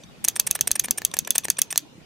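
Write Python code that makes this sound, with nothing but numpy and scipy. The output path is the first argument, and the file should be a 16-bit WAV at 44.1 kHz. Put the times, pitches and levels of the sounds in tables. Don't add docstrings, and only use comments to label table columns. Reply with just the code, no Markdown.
import sys
import numpy as np
from scipy import signal
from scipy.fft import rfft, irfft, next_fast_len
from scipy.io import wavfile
from scipy.ndimage import uniform_filter1d

SR = 44100
rng = np.random.default_rng(int(sys.argv[2]) if len(sys.argv) > 2 else 0)


def to_wav(sig):
    pcm = np.clip(np.atleast_2d(sig), -1, 1) * 32767
    pcm = np.round(pcm).astype(np.int16)
    wavfile.write(sys.argv[1], SR, pcm.T)


def linear_from_db(decibels):
    return 10 ** (np.asarray(decibels, float) / 20)


N = 90405


def unit(x):
    return x / np.sqrt(np.mean(x ** 2) + 1e-20)


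def along(curve, hz):
    f, value = np.transpose(curve)
    return np.interp(np.log(hz + 1), np.log(f + 1), value)


def filtered(x, response):
    n = x.shape[-1]
    m = next_fast_len(n + 4096)
    return irfft(rfft(x, m) * response(np.fft.rfftfreq(m, 1 / SR)), m)[..., :n]


def add(out, s, sound, db):
    loudest = np.sqrt(np.abs(uniform_filter1d(sound[0] ** 2, size=66)).max())
    out[:, round(s * SR):][:, :sound.shape[1]] += linear_from_db(db) * sound / loudest


def aims(modes):
    detune, scatter_db = .007, 1.4
    spread, spread_hz = .57, 9500
    hz, width, db = np.transpose(modes)
    a, b, c = rng.standard_normal((3, len(modes)))
    turn = np.exp(.5j * spread * c * np.minimum(hz / spread_hz, 1) ** 2)
    return hz * (1 + detune * a), width, linear_from_db(db + scatter_db * b), np.array([turn, turn.conj()])


def lumpy_db(depth_db, size):
    return depth_db * unit(uniform_filter1d(rng.standard_normal(4096), size=size))


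def strikes(rows, modes, attack, t60, grain_db, push, rattle_db, gain_db, order=1):
    rattle_t60, rattle_hz, rattle_grain_db = .089, 9000, 1.2
    out, t = np.zeros((2, N + SR)), np.arange(4096) / SR
    for s, hold, db in rows:
        rise = np.minimum(t / attack, 1) ** 2
        fall = np.maximum(t - attack - hold, 0)
        noise = rise * linear_from_db(lumpy_db(grain_db, 24)) * rng.standard_normal((2, len(t)))
        friction = noise[0] * linear_from_db(-60 * fall / t60)
        rattle = noise[1] * linear_from_db(lumpy_db(rattle_grain_db, 130) + rattle_db - 60 * fall / rattle_t60)
        rattle = filtered(rattle, lambda f: 1 / (1 + 1j * f / rattle_hz))
        single_push = push * np.exp(-(2 * (t - attack) / attack) ** 2)

        hz, width, gain, turn = aims(modes)
        gain = gain * width * (-1) ** np.arange(len(gain))

        def body(f):
            resonances = 1j * f / (hz[:, None] ** 2 - f * f + 1j * f * width[:, None])
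            return (turn ** (1 / order) @ (gain[:, None] * resonances)) ** order

        add(out, s, filtered(friction + rattle - single_push, body), db + gain_db)
    return out[:, :N]


def blows(table, late=0, loss_db=0):
    return [(s + late, 0, db + loss_db) for s, db, *_ in table]


# f/Hz, level/dB
HUM_TONE = [(15, -81.5), (25, -23), (160, -5), (394, -12.5), (1670, -26), (2630, -23), (6500, -31.5),
            (15000, -47.5)]
# t/s, level/dB
HUM_SWELL = [(0.0, -51), (0.43, -47), (2.05, -51)]
# f/Hz, likeness [clipped to 0 to 1]
ALIKE = [(60, -0.31), (240, 0.45), (950, -0.18), (3770, -1.3), (15000, 1)]


def hum():
    gain_db, top_hz = 1, 15200
    z = signal.stft(rng.standard_normal((2, N)), nperseg=1024)[2]
    patches = uniform_filter1d(rng.standard_normal(z.shape[1:]), size=4, axis=0)
    patches = uniform_filter1d(patches, size=4, axis=1)
    pair = signal.istft(z * linear_from_db(3.46 * unit(patches)), nperseg=1024)[1][:, :N]

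    def mid_side(hz):
        turn = np.arccos(np.clip(along(ALIKE, hz), 0, 1)) / 2
        return linear_from_db(along(HUM_TONE, hz)) * (hz < top_hz) * np.array([np.cos(turn), np.sin(turn)])

    mid, side = filtered(pair, mid_side)
    s, db = np.transpose(HUM_SWELL)
    swell = linear_from_db(gain_db + np.interp(np.arange(N) / SR, s, db))
    return swell * unit(np.array([mid + side, mid - side]))


# f/Hz, t60/s
ROOM_T60 = [(300, 0.44), (3000, 0.65), (7000, 0.23), (11000, 0.17), (16000, 0.063)]


def room(x):
    out = np.zeros((2, N + SR))
    for a in range(0, N, 4096):
        hz, t, z = signal.stft(rng.standard_normal((2, SR // 4)), SR, nperseg=256)
        decay = linear_from_db(-60 * t / along(ROOM_T60, hz)[:, None])
        tail = signal.istft(z * decay, SR, nperseg=256)[1]
        wet = signal.fftconvolve(x[None, a:a + 4096], tail / np.linalg.norm(tail[0]), axes=1)
        out[:, a + 100:a + 100 + wet.shape[1]] += wet
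    return out[:, :N]


# t/s, length/s, level/dB
DRONES = [
    (.7, 0.28, -50.5),
]


def drone():
    out = np.zeros((2, N))
    for s, length, db in DRONES:
        t = np.arange(round(length * SR)) / SR
        tone = np.hanning(len(t)) ** .5 * np.sin(2 * np.pi * 206.2 * t)
        out[:, round(s * SR):][:, :len(t)] += linear_from_db(db) * tone
    return out


# t/s, length/s, level/dB
BUMPS = [
    (.038, .002, -44),
    (1.484, .008, -39),
    (1.915, .002, -45),
    (1.947, .006, -41),
    (1.975, .008, -43),
    (2.011, .002, -45),
]
# f/Hz, width/Hz, level/dB
BENCH = [(150, 140, 0), (330, 250, -4)]


def bumps():
    return strikes(BUMPS, BENCH, attack=.001, t60=.008, grain_db=2, push=0, rattle_db=-17, gain_db=0,
                   order=2)


# t/s, length/s, level/dB
RUBS = [
    (0, .034, -56),
    (.878, .006, -44),
    (1.746, .008, -47),
]
# f/Hz, width/Hz, level/dB
DIAL = [(2500, 500, -2), (5500, 500, -2), (7100, 250, 0), (8800, 900, -9), (12000, 2000, -22)]


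def rubs():
    return strikes(RUBS, DIAL, attack=.002, t60=.015, grain_db=2, push=0, rattle_db=-30, gain_db=0)


# t/s, length/s, level/dB
TOUCHES = [(.0348, 0.0016, -41), (1.1135, 0.0013, -34), (1.2485, 0.0012, -33), (1.568, .003, -34.5),
           (1.7045, 0.0024, -31.5), (1.346, 0.0093, -36), (1.4355, 0.0025, -37)]
# f/Hz, width/Hz, level/dB
CATCH = [(1080, 45, -4), (2520, 130, -6), (3570, 200, -2), (4650, 300, -13), (5960, 110, 1),
         (8700, 350, -10), (12000, 700, -20)]


def touches():
    return strikes(TOUCHES, CATCH, attack=.000079, t60=.012, grain_db=7, push=4.8, rattle_db=-12,
                   gain_db=.2)


# t/s, length/s, level/dB
SCRAPES = [(0.241, 0.0093, -20), (0.3555, 0.015, -25.5), (0.4655, 0.0093, -19), (0.549, 0.011, -22.5),
           (0.6718, 0.0046, -16.5), (0.7535, 0.0088, -22), (0.8375, 0.02, -27.1), (0.9745, 0.011, -22.5),
           (1.1395, 0.0034, -30), (1.2735, 0.003, -33), (1.3508, 0.0095, -19.5), (1.4432, 0.0089, -24),
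           (1.5835, 0.011, -21), (1.7045, 0.01, -26.5), (1.7215, 0.005, -33)]
# f/Hz, width/Hz, level/dB
SPRING = [(1620, 1800, -12.5), (2333, 590, -7.5), (3380, 500, -12.5), (5750, 720, -7), (6700, 330, -6),
          (8817, 750, -0.5), (10020, 470, -5.5), (12420, 590, -4), (14870, 230, -8.5)]
# f/Hz, width/Hz, level/dB
GRIT = [(2470, 1200, 1), (4580, 2000, -2.5), (6240, 1090, 0.5), (7910, 3400, -10), (10500, 3000, -15.5),
        (14300, 2500, -12)]


def scrapes():
    steel = strikes(SCRAPES, SPRING, attack=.0006, t60=.011, grain_db=2, push=0, rattle_db=-34,
                    gain_db=0, order=2)
    grit = strikes(SCRAPES, GRIT, attack=.0012, t60=.022, grain_db=2.2, push=0, rattle_db=-11,
                   gain_db=-12.5)
    return steel + grit


# t/s, level/dB
SNAPS = [(0.2476, -17), (0.2486, -19), (0.3626, -21), (0.365, -32), (0.4717, -18.1), (0.4743, -20.5),
         (0.5505, -32), (0.553, -19.6), (0.5562, -40), (0.6769, -16.5), (0.757, -24), (0.7598, -34),
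         (0.8458, -25.5), (0.9819, -21), (1.1386, -25.5), (1.141, -21.5), (1.1439, -34), (1.2728, -34.5),
         (1.275, -24), (1.3557, -27.5), (1.3582, -21.5), (1.359, -22), (1.452, -36), (1.4538, -22.5),
         (1.4548, -26.5), (1.5877, -44), (1.5898, -15), (1.7266, -20.5)]
# f/Hz, width/Hz, level/dB
TWANG = [(5850, 250, -2), (6520, 270, -6.5), (7500, 670, -3.5), (8980, 264, 1), (10900, 370, -2),
         (12400, 700, -10), (13400, 3600, -14), (14900, 590, -16)]


def snaps():
    return strikes(blows(SNAPS), TWANG, attack=.00006, t60=.003, grain_db=1.5, push=4, rattle_db=-28,
                   gain_db=1)


# t/s, level/dB
TOCKS = [(0.2453, -35), (0.2475, -27.5), (0.2505, -44), (0.3627, -24.5), (0.3648, -45), (0.3668, -41),
         (0.4722, -31), (0.4743, -28.5), (0.5535, -32), (0.555, -25), (0.5585, -35.9), (0.6748, -25.5),
         (0.677, -61), (0.6792, -36.0), (0.7568, -25.5), (0.7588, -59), (0.7603, -30), (0.8437, -28.5),
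         (0.8458, -45), (0.8478, -30), (0.9797, -51), (0.9818, -36), (0.9835, -26.5), (1.1387, -24.5),
         (1.1418, -39), (1.144, -32), (1.1452, -43), (1.2728, -32.5), (1.2748, -27), (1.2778, -29),
         (1.356, -23.5), (1.358, -34), (1.3605, -31.5), (1.452, -24.5), (1.454, -37.5), (1.5879, -25),
         (1.5897, -29.5), (1.7268, -24), (1.7295, -32)]
# f/Hz, width/Hz, level/dB
FRAME = [(350, 570, -8.5), (895, 500, -4), (1750, 130, 3), (2460, 450, -3.5), (3570, 480, -5.5)]


def tocks():
    thuds = TOCKS + [(s, thud_db) for s, _, thud_db in KNOCKS]
    return strikes(blows(thuds), FRAME, attack=.00012, t60=.006, grain_db=1.5, push=5, rattle_db=-16,
                   gain_db=-1)


# t/s, tick level/dB, thud level/dB
KNOCKS = [(0.2788, -30, -27.5), (0.3952, -26, -28), (0.506, -35, -32.5), (0.5906, -38, -32.5),
          (0.7082, -30, -26), (0.7938, -32, -37), (0.8839, -33.5, -26.5), (1.0184, -31.5, -28),
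          (1.168, -26.5, -25.5), (1.3878, -44, -30), (1.4837, -25.5, -25), (1.7585, -25.5, -25.5)]
# f/Hz, width/Hz, level/dB
PANEL = [(4200, 300, 0.5), (6260, 590, 1), (7500, 930, -4), (10900, 700, -4), (11100, 900, -8.5),
         (13400, 1130, -6.5), (14800, 1200, -7.5)]


def knocks():
    return strikes(blows(KNOCKS), PANEL, attack=.0001, t60=.011, grain_db=2.5, push=1.45,
                   rattle_db=-16.5, gain_db=1.3)


def puffs():
    out, u = np.zeros(N + SR), np.arange(4096) / SR / .00305
    for s, _, db in SLAPS:
        out[round(s * SR):][:len(u)] -= linear_from_db(db) * u * (1 - u / 6) * np.exp(1 - u)
    return out[:N]


def rebounds():
    return strikes(blows(SLAPS, .0145, -36), STACK[4:5], attack=.001, t60=.008, grain_db=2, push=0,
                   rattle_db=-17, gain_db=0)


# f/Hz, width/Hz, level/dB
LOOSE = [(1930, 1200, -14), (2604, 95, -3.5), (3380, 480, -2.5), (4650, 230, 1), (6130, 1200, -1.5),
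         (9530, 4700, -7.5), (10370, 1300, -2.5), (14100, 3500, -7), (14480, 630, -13.5)]


def clatter():
    return strikes(blows(SLAPS, loss_db=-9.5), LOOSE, attack=.0015, t60=.02, grain_db=1.5, push=0,
                   rattle_db=-15, gain_db=-8)


# t/s, slap level/dB, air pull level/dB
SLAPS = [(0.2843, -1, -41.5), (0.3979, -0.5, -47), (0.5111, -2.5, -42), (0.61, -2, -42), (0.7151, -2, -35),
         (0.7965, -2.5, -43.5), (0.9091, -2.5, -39.5), (1.05, -2, -42.5), (1.1892, -4, -43.5),
         (1.306, -1.5, -49), (1.3811, -2.5, -51.5), (1.5014, -0.5, -59), (1.6174, -1, -49), (1.777, 0, -53)]
# f/Hz, width/Hz, level/dB
STACK = [(884, 3500, -45), (2486, 146, -27.5), (3636, 217, -16.5), (4730, 420, -10.5), (6261, 308, 3),
         (5274, 200, -17), (7690, 446, -2.5), (8400, 318, -4.5), (9780, 280, -6.5), (10985, 447, 7),
         (11740, 150, -24.5), (12400, 320, -14.5), (12960, 810, 6), (14420, 387, -1)]


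def slaps():
    rise_s, lead_s, gain_db = .00064, .00062, -6
    out, t = np.zeros((2, N + SR)), np.arange(2048) / SR
    swell = (1 - np.exp(-(t / rise_s) ** 2)) ** 2
    for s, db, _ in SLAPS:
        hz, width, gain, turn = aims(STACK)
        start = np.exp(2j * np.pi * rng.random(len(hz)))
        rings = (gain * start)[:, None] * np.exp((2j * hz[:, None] - width[:, None]) * np.pi * t)
        add(out, s - lead_s, np.real(turn @ rings) * swell, db + gain_db)
    return out[:, :N]


# f/Hz, angle/rad
LEAD = [(100, 0), (8000, -.05), (11000, -.5), (12400, .4), (14500, -.4)]
# f/Hz, level/dB
LEAN = [(100, -1), (4000, -.4), (10000, -.6), (15000, -2.5)]


def scene():
    hand = drone() + bumps() + rubs()
    tiles = touches() + scrapes() + snaps() + tocks() + knocks() + rebounds() + clatter() + slaps()
    clock = hand + tiles
    sign = np.array([[.5], [-.5]])
    near = filtered(clock, lambda hz: linear_from_db(sign * along(LEAN, hz)) * np.exp(1j * sign * along(LEAD, hz)))
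    return hum() + linear_from_db(-32) * room(clock.mean(0)) + puffs() + near


def top_cut(x):
    return signal.sosfilt(signal.butter(12, 16870, fs=SR, output="sos"), x)


def record(dry):
    drive_db, knee = .5, 7.6
    top_hz, top_width_hz = 16200, 330
    x = linear_from_db(drive_db) * dry
    x = x / (1 + np.abs(x) ** knee) ** (1 / knee)
    mix = filtered(x, lambda hz: .5 - .5 * np.tanh((hz - top_hz) / top_width_hz))
    return top_cut(mix)


dry = scene()
out = record(dry)
to_wav(out)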